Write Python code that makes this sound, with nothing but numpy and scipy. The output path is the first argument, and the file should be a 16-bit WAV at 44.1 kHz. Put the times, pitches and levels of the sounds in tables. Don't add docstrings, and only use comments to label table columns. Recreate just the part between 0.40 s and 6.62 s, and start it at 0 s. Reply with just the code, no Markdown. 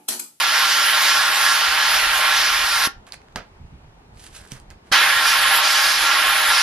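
import sys
import numpy as np
from scipy import signal
from scipy.fft import rfft, irfft, next_fast_len
from scipy.io import wavfile
from scipy.ndimage import uniform_filter1d, map_coordinates

SR = 44100
rng = np.random.default_rng(int(sys.argv[2]) if len(sys.argv) > 2 else 0)


def wrap_up_sound(samples):
    columns = np.atleast_2d(samples).T
    tamed = np.clip(columns, -1, 1)
    steps = np.round(tamed * 32767).astype(np.int16)
    wavfile.write(sys.argv[1], SR, steps)


N = 274302
TIME = np.arange(N) / SR
STRIKE_TIME = np.arange(SR // 5) / SR

# (valve opens [s], starts to shut [s])
BLASTS = [(-1, 2.456), (4.5135, 7)]
# (frequency [Hz], correlation [-1 to 1])
NEAR_LIKENESS = [(60, 1), (700, 1), (1400, 0.96), (3000, 0.84), (6000, 0.92), (10000, 0.34)]
# (frequency [Hz], correlation [-1 to 1])
DIFFUSE_LIKENESS = [(60, 1), (240, 1), (930, -0.08), (3670, -0.61), (14500, -0.47)]

OPEN_S, SHUT_S = .011, .023
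FIZZ_HZ, SIZZLE_HZ = 4270, 8000


def amp(db):
    return 10 ** (np.asarray(db) / 20)


def unit(x):
    return x / np.sqrt(np.mean(x ** 2) + 1e-20)


def along(points, hz):
    f, v = np.transpose(points)
    return np.interp(np.log(hz + 1), np.log(f + 1), v)


def curves(rows):
    s, *columns = np.transpose(rows)
    return [np.interp(TIME, s, column) for column in columns]


def wobble(rate):
    knots = rng.standard_normal(int(N * rate / SR) + 4)
    return map_coordinates(knots, [TIME * rate])


def filtered(x, response):
    m = next_fast_len(N + SR // 2)
    return irfft(rfft(x, m) * response(np.fft.rfftfreq(m, 1 / SR)), m)[..., :N]


def shaped(points):
    return lambda hz: amp(along(points, hz))


def band(lo_hz, hi_hz):
    return lambda hz: np.sqrt(np.abs(1 / (1 + (hz / hi_hz) ** 8) - 1 / (1 + (hz / lo_hz) ** 8)))


def resonances(modes):
    return lambda f: sum(amp(db) * 1j * f * w / (c * c - f * f + 1j * f * w) for c, w, db in modes)


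def ports(pair, likeness, lead):
    def mix(hz):
        like = np.clip(along(likeness, hz), -.95, 1)
        turn = np.arccos(like) / 2
        sum_gain = np.sqrt((1 + like * np.cos(along(lead, hz))) / 2)
        return [np.cos(turn), np.sin(turn)] / sum_gain

    def advance(hz):
        return np.exp(np.outer([.5j, -.5j], along(lead, hz)))

    common, difference = filtered(pair, mix)
    return filtered(np.array([common + difference, common - difference]), advance)


def hiss(colour, patchy_db):
    spectra = signal.stft(rng.standard_normal((2, N)), nperseg=512)[2]
    patches = rng.standard_normal(spectra.shape[1:])
    patches = uniform_filter1d(patches, size=8, axis=0)
    patches = uniform_filter1d(patches, size=12, axis=1)
    patchy = signal.istft(spectra * amp(patchy_db * unit(patches)), nperseg=512)[1][:, :N]
    return unit(filtered(patchy, colour))


def pressure():
    settled_db = -20
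    burst_db, burst_s, sag_db_per_s = 7.5, 0.066, 0.53
    flow = np.zeros(N)
    for opens, shuts in BLASTS:
        since = np.clip(TIME - opens, 0, None)
        opening = np.clip(since / OPEN_S, 0, 1) ** 2
        closing = np.sqrt(np.clip(1 - (TIME - shuts) / SHUT_S, 0, 1))
        level_db = settled_db + burst_db * np.exp(-since / burst_s) - sag_db_per_s * since
        flow += opening * closing * amp(level_db)
    return flow


def direct_jet(flow, jet):
    # (time [s], fizz over roar [dB], sizzle over roar [dB])
    treble = [(0, -8, -12), (.3, -1, -9.5), (.5, -9, -6.5), (.72, 0, -9.5), (.91, -11, -8), (1.1, -2, -7),
              (1.36, -9, -15.5), (1.56, -4.5, -7.5), (1.68, -15, -10.5), (1.85, -17, -9.5),
              (1.98, -1.5, -9.5), (2.2, -7.5, -12), (2.43, -2.5, -5), (4.53, -6, -21.5),
              (4.72, -25.5, -8.5), (4.9, -1, -9), (5.06, -20, -10), (5.17, -23.5, -5.5),
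              (5.24, -2.5, -13.5), (5.47, -1.5, -9), (5.75, -8.5, -12), (5.96, -35, -6),
              (6.15, -1.5, -10.5)]
    # (frequency [Hz], width [Hz], level over the jet [dB])
    hose = [(334, 55, 0), (452, 19, -5.5), (642, 20, 0), (773, 29, -0.5), (913, 37, 3.5), (1081.5, 45, 6),
            (1264, 45, -8.5), (1375, 23.4, 7), (1566, 63, -4), (1681, 23, 6.5), (1850, 22, 3),
            (1980, 39, -4.5), (2138, 17, 0.5), (2294, 26, -11.5), (2410, 20, -1.5), (3065, 22, 1),
            (3400, 42, -2)]
    # (frequency [Hz], phase [rad])
    port_lead = [(100, 0), (2300, -.2), (3000, .8), (3500, 0), (7500, -.2), (9000, -1.2), (14600, -1.5)]
    # (frequency [Hz], level [dB])
    port_balance = [(500, 0), (2200, -3), (2750, -7), (3300, -0.5), (5000, -1), (5800, -2.5), (7000, -1)]

    def part(lo_hz, hi_hz, patchy_db):
        return hiss(lambda hz: jet(hz) * band(lo_hz, hi_hz)(hz), patchy_db)

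    fizz_db, sizzle_db = curves(treble)
    surge_db = .5 * wobble(10) + 0.46 * wobble(40)
    roar = amp(surge_db) * part(1, FIZZ_HZ, 1)
    fizz = amp(fizz_db + surge_db) * part(FIZZ_HZ, SIZZLE_HZ, 1.7)
    sizzle = amp(sizzle_db + 0.87 * surge_db + 0.83 * wobble(25)) * part(SIZZLE_HZ, 1e5, 4.0)

    rung = filtered(flow * (roar + fizz + sizzle), lambda hz: 1 + resonances(hose)(hz))
    direct = ports(rung, NEAR_LIKENESS, port_lead)
    left, right = filtered(direct, lambda hz: amp(np.outer([.5, -.5], along(port_balance, hz))))
    left = np.where(TIME < 3.5, np.roll(left, 1), left)
    return np.array([left, right])


def scattered_hiss(flow, jet):
    # (frequency [Hz], level [dB])
    scatter = [(500, -27), (1500, -12.5), (4000, -15), (8000, -9.5), (14000, -4.5)]
    around = filtered(flow * hiss(jet, patchy_db=2), shaped(scatter))
    return ports(around, DIFFUSE_LIKENESS, [(1, 0.00088)])


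def hose_ringing():
    # (frequency [Hz], starting level [dB], time to decay 60 dB [s])
    shut_tones = [(796, -37.5, 0.16), (1400, -28.5, 0.15), (1780, -34, 0.17)]
    since = np.clip(TIME - BLASTS[0][1] - SHUT_S, 0, None)
    ringing = np.zeros(N)
    for hz, db, t60 in shut_tones:
        phase = 2 * np.pi * hz * since + .6 * wobble(60)
        ringing += (since > 0) * amp(db - 60 * since / t60) * np.sin(phase)
    return ringing


def steam():
    jet = shaped([(120, -65), (200, -36), (326, -23.5), (404, -26), (623, -11), (682, -20), (788, -6.5),
                  (979, -8.5), (1400, -1.5), (2290, -5), (5150, -4), (8230, -19), (11200, -10),
                  (13200, -19.5), (14900, -48.5)])
    flow = pressure() * amp(0.33 * wobble(4))
    return direct_jet(flow, jet) + hose_ringing() + scattered_hiss(flow, jet)


def breeze():
    # (frequency [Hz], level per hertz [dB])
    buffet_colour = [(12, -45), (20, -1), (75, -4), (157, -11), (272, -25.5), (350, -49), (460, -65),
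                     (770, -120)]
    # (time [s], strength before gusts [dB], deepest bass over it [dB])
    course = [(0, -64, 0), (.45, -55, 1), (1.3, -56, 6), (1.75, -49.5, 5.5), (2.4, -52, 4), (2.9, -55, -1),
              (3.3, -46, -1), (4.4, -51.5, -1.5), (5.05, -48.5, 0.5), (5.7, -57, 6), (6.22, -56, 0)]
    # (time [s], level over the breeze [dB])
    gusts = [(1.67, 5), (1.78, 0), (2.99, 9.5), (3.24, 12), (3.335, 9.5), (3.435, 5), (4.015, 8.5),
             (4.15, 6), (5.6, 8), (6.1, 9)]
    deep_hz, gust_s = 48, 0.033

    lumps = amp(1.55 * wobble(19)) * hiss(shaped(buffet_colour), patchy_db=-2.5)
    likeness = [(25, 1.0), (60, 1.0), (130, 0.96), (250, 0.79)]  # (frequency [Hz], correlation)
    buffet = unit(ports(lumps, likeness, [(1, 0.0061)]))
    gust_db = sum(db * np.exp(-((TIME - s) / gust_s) ** 2) for s, db in gusts)
    strength_db, deep_db = curves(course)
    deep = amp(deep_db) * filtered(buffet, band(1, deep_hz))
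    rest = filtered(buffet, lambda hz: 1 - band(1, deep_hz)(hz))
    return amp(strength_db + gust_db) * (deep + rest) * amp([[-1], [1]])


def murmur():
    # (frequency [Hz], level per hertz [dB])
    far_colour = [(120, -18), (200, -8), (285, -13.5), (415, -11.5), (541, -16.5), (906, -14), (990, -17),
                  (1060, -18.5), (1320, -22), (14000, -50)]
    far = hiss(shaped(far_colour), patchy_db=-1.0)
    return amp(-54.5) * ports(far, DIFFUSE_LIKENESS, [(1, 0)])


def yard(x):
    # (frequency [Hz], time to decay 60 dB [s])
    decay = [(200, 0.2), (1500, 0.24), (5000, 0.2), (12000, 0.1)]
    hz, t, spectra = signal.stft(rng.standard_normal((2, SR // 2)), SR, nperseg=256)
    fading = amp(-60 * t / along(decay, hz)[:, None])
    tail = signal.istft(spectra * fading, SR, nperseg=256)[1]
    delayed = np.pad(x, ((0, 0), (250, 0)))
    return signal.fftconvolve(delayed, tail / np.linalg.norm(tail[0]), axes=1)[:, :N]


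def add_at(out, s, sound):
    out[round(s * SR):][:len(sound)] += sound


def thumps():
    # (time [s], starting level [dB], frequency [Hz])
    pushes = [(2.473, -19.5, 285), (2.9591, -24, 200), (4.122, -27.5, 180), (4.516, -22, 240)]
    out, t = np.zeros(N + SR), STRIKE_TIME
    for s, db, hz in pushes:
        add_at(out, s, amp(db - 16 * hz * t) * np.sin(2 * np.pi * hz * t))
    return out[:N]


def snaps():
    # (time [s], peak level [dB], centre frequency [Hz])
    releases = [(2.6674, -36, 3040), (2.692, -41, 2000), (2.7225, -19, 4600), (2.734, -32, 2170),
                (2.7384, -40.5, 5020), (2.817, -44, 2200), (2.885, -41, 1800), (2.925, -48, 4000),
                (2.959, -15, 1670), (2.961, -17.5, 4740), (3.747, -49, 4500), (3.772, -43, 2200),
                (3.868, -46, 2500), (3.89, -41, 3000), (3.952, -35, 5000), (4.075, -35.5, 8000),
                (4.112, -36, 8000), (4.1193, -18.5, 5900), (4.2, -35, 9050), (4.3035, -32, 5000),
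                (4.309, -37, 4000)]
    out, t = np.zeros(N + SR), STRIKE_TIME
    onset = 1 - np.exp(-t / 0.00022)
    for s, db, hz in releases:
        source = rng.standard_normal(len(t)) + 0.79 * np.sin(2 * np.pi * hz * t)
        click = amp(-60 * t / 0.0035) * source
        tail = 0.035 * amp(-60 * t / 0.033) * rng.standard_normal(len(t))
        broad = signal.butter(2, [hz / 2.6, min(hz * 3.3, 12500)], "band", fs=SR)
        crack = signal.lfilter(*broad, onset * (click + tail))
        add_at(out, s, amp(db) * crack / np.abs(crack).max())
    return out[:N]


def rustle():
    # (peak time [s], rise [s], fall [s], bright level [dB], dull part over it [dB]);
    # rise and fall each span 20 dB
    pulls = [(2.67, .006, .07, -54.5, 6.5), (2.74, 0.019, 0.016, -44.5, -2), (2.82, .04, .1, -73, 9),
             (3.82, 0.067, 0.076, -50.5, -18), (3.865, 0.092, .05, -47.5, -15),
             (3.956, 0.049, 0.13, -43.5, -11), (4.08, .03, 0.0236, -57, -13), (4.118, .02, 0.051, -43, -7),
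             (4.165, .05, .06, -53.5, 0), (4.309, .009, 0.032, -56.5, 5.5), (4.47, 0.037, 0.24, -62, 3)]
    # (frequency [Hz], level per hertz [dB])
    film_colour = [(880, -30), (1500, 7), (2120, -4), (2650, 0), (10500, -2.5), (12200, -11), (14500, -32),
                   (14900, -47)]
    high, low = np.zeros((2, N))
    for s, rise, fall, db, low_db in pulls:
        distance = np.where(TIME < s, (s - TIME) / rise, (TIME - s) / fall)
        pull = amp(db - 20 * distance)
        high = np.hypot(high, pull)
        low = np.hypot(low, amp(low_db) * pull)

    crackles = 1 + 5 * (rng.random(N) < .007) * rng.uniform(0, 2, N)
    grains = rng.standard_normal((2, N)) * crackles * amp(2.5 * wobble(200))
    bright = unit(filtered(grains, lambda hz: shaped(film_colour)(hz) * band(2000, 1e5)(hz)))
    dull = unit(filtered(grains, band(540, 2000)))
    return ports(high * bright + low * dull, NEAR_LIKENESS, [(1, 0)])


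def panel_blow():
    # (frequency [Hz], width [Hz], level [dB])
    panel = [(200, 200, -1), (650, 480, -3.5), (1290, 250, -7), (2600, 1500, -21)]
    # (time [s], drive level [dB])
    blow_s, blow_db = (2.9595, -16.5)
    t = STRIKE_TIME
    noise = uniform_filter1d(rng.standard_normal(len(t)), size=5)
    rattle = amp(0.5 - 60 * t / .19) * noise
    drive = np.zeros(N)
    add_at(drive, blow_s, amp(blow_db) * (5 * (t == 0) + rattle))
    return filtered(drive, resonances(panel))


def creaks():
    # (start [s], end [s], slips per second [1/s], mean level [dB], tone [Hz], tick over it [dB])
    slips = [(3.976, 4.074, 80, -40, 1610, -21), (4.1219, 4.172, 130, -39, 145, -3)]
    out, t = np.zeros(N + SR), STRIKE_TIME
    for start, end, rate, db, hz, tick_db in slips:
        chance = rng.standard_normal((30, 2))
        for s, (late, size) in zip(np.arange(start, end, 1 / rate), chance):
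            slip = np.sin(2 * np.pi * hz * t) * amp(-60 * t / (5 / hz + 0.0034))
            tick = amp(tick_db - 60 * t / .005) * rng.standard_normal(len(t))
            add_at(out, s + .0006 * late, amp(db + 2 * size) * (slip + tick))
    return out[:N]


def scene():
    jet = steam()
    outdoors = breeze() + murmur()
    left, right = thumps() + snaps() + rustle() + panel_blow() + creaks()
    # left comes two samples later, right is 4 dB stronger
    hand = np.array([np.roll(left, 2), amp(4.0) * right])
    thin = filtered(hand, band(270, 1e5))
    return jet + amp(-14) * yard(jet) + hand + amp(-9.5) * yard(thin) + outdoors


def record(dry):
    dulled = filtered(dry, lambda hz: 1 / np.sqrt(1 + (hz / 13000) ** 12))
    soft = dulled / (1 + np.abs(dulled) ** 8) ** (1 / 8)
    return filtered(soft, lambda hz: hz < 15000)


dry = scene()
out = record(dry)
wrap_up_sound(out)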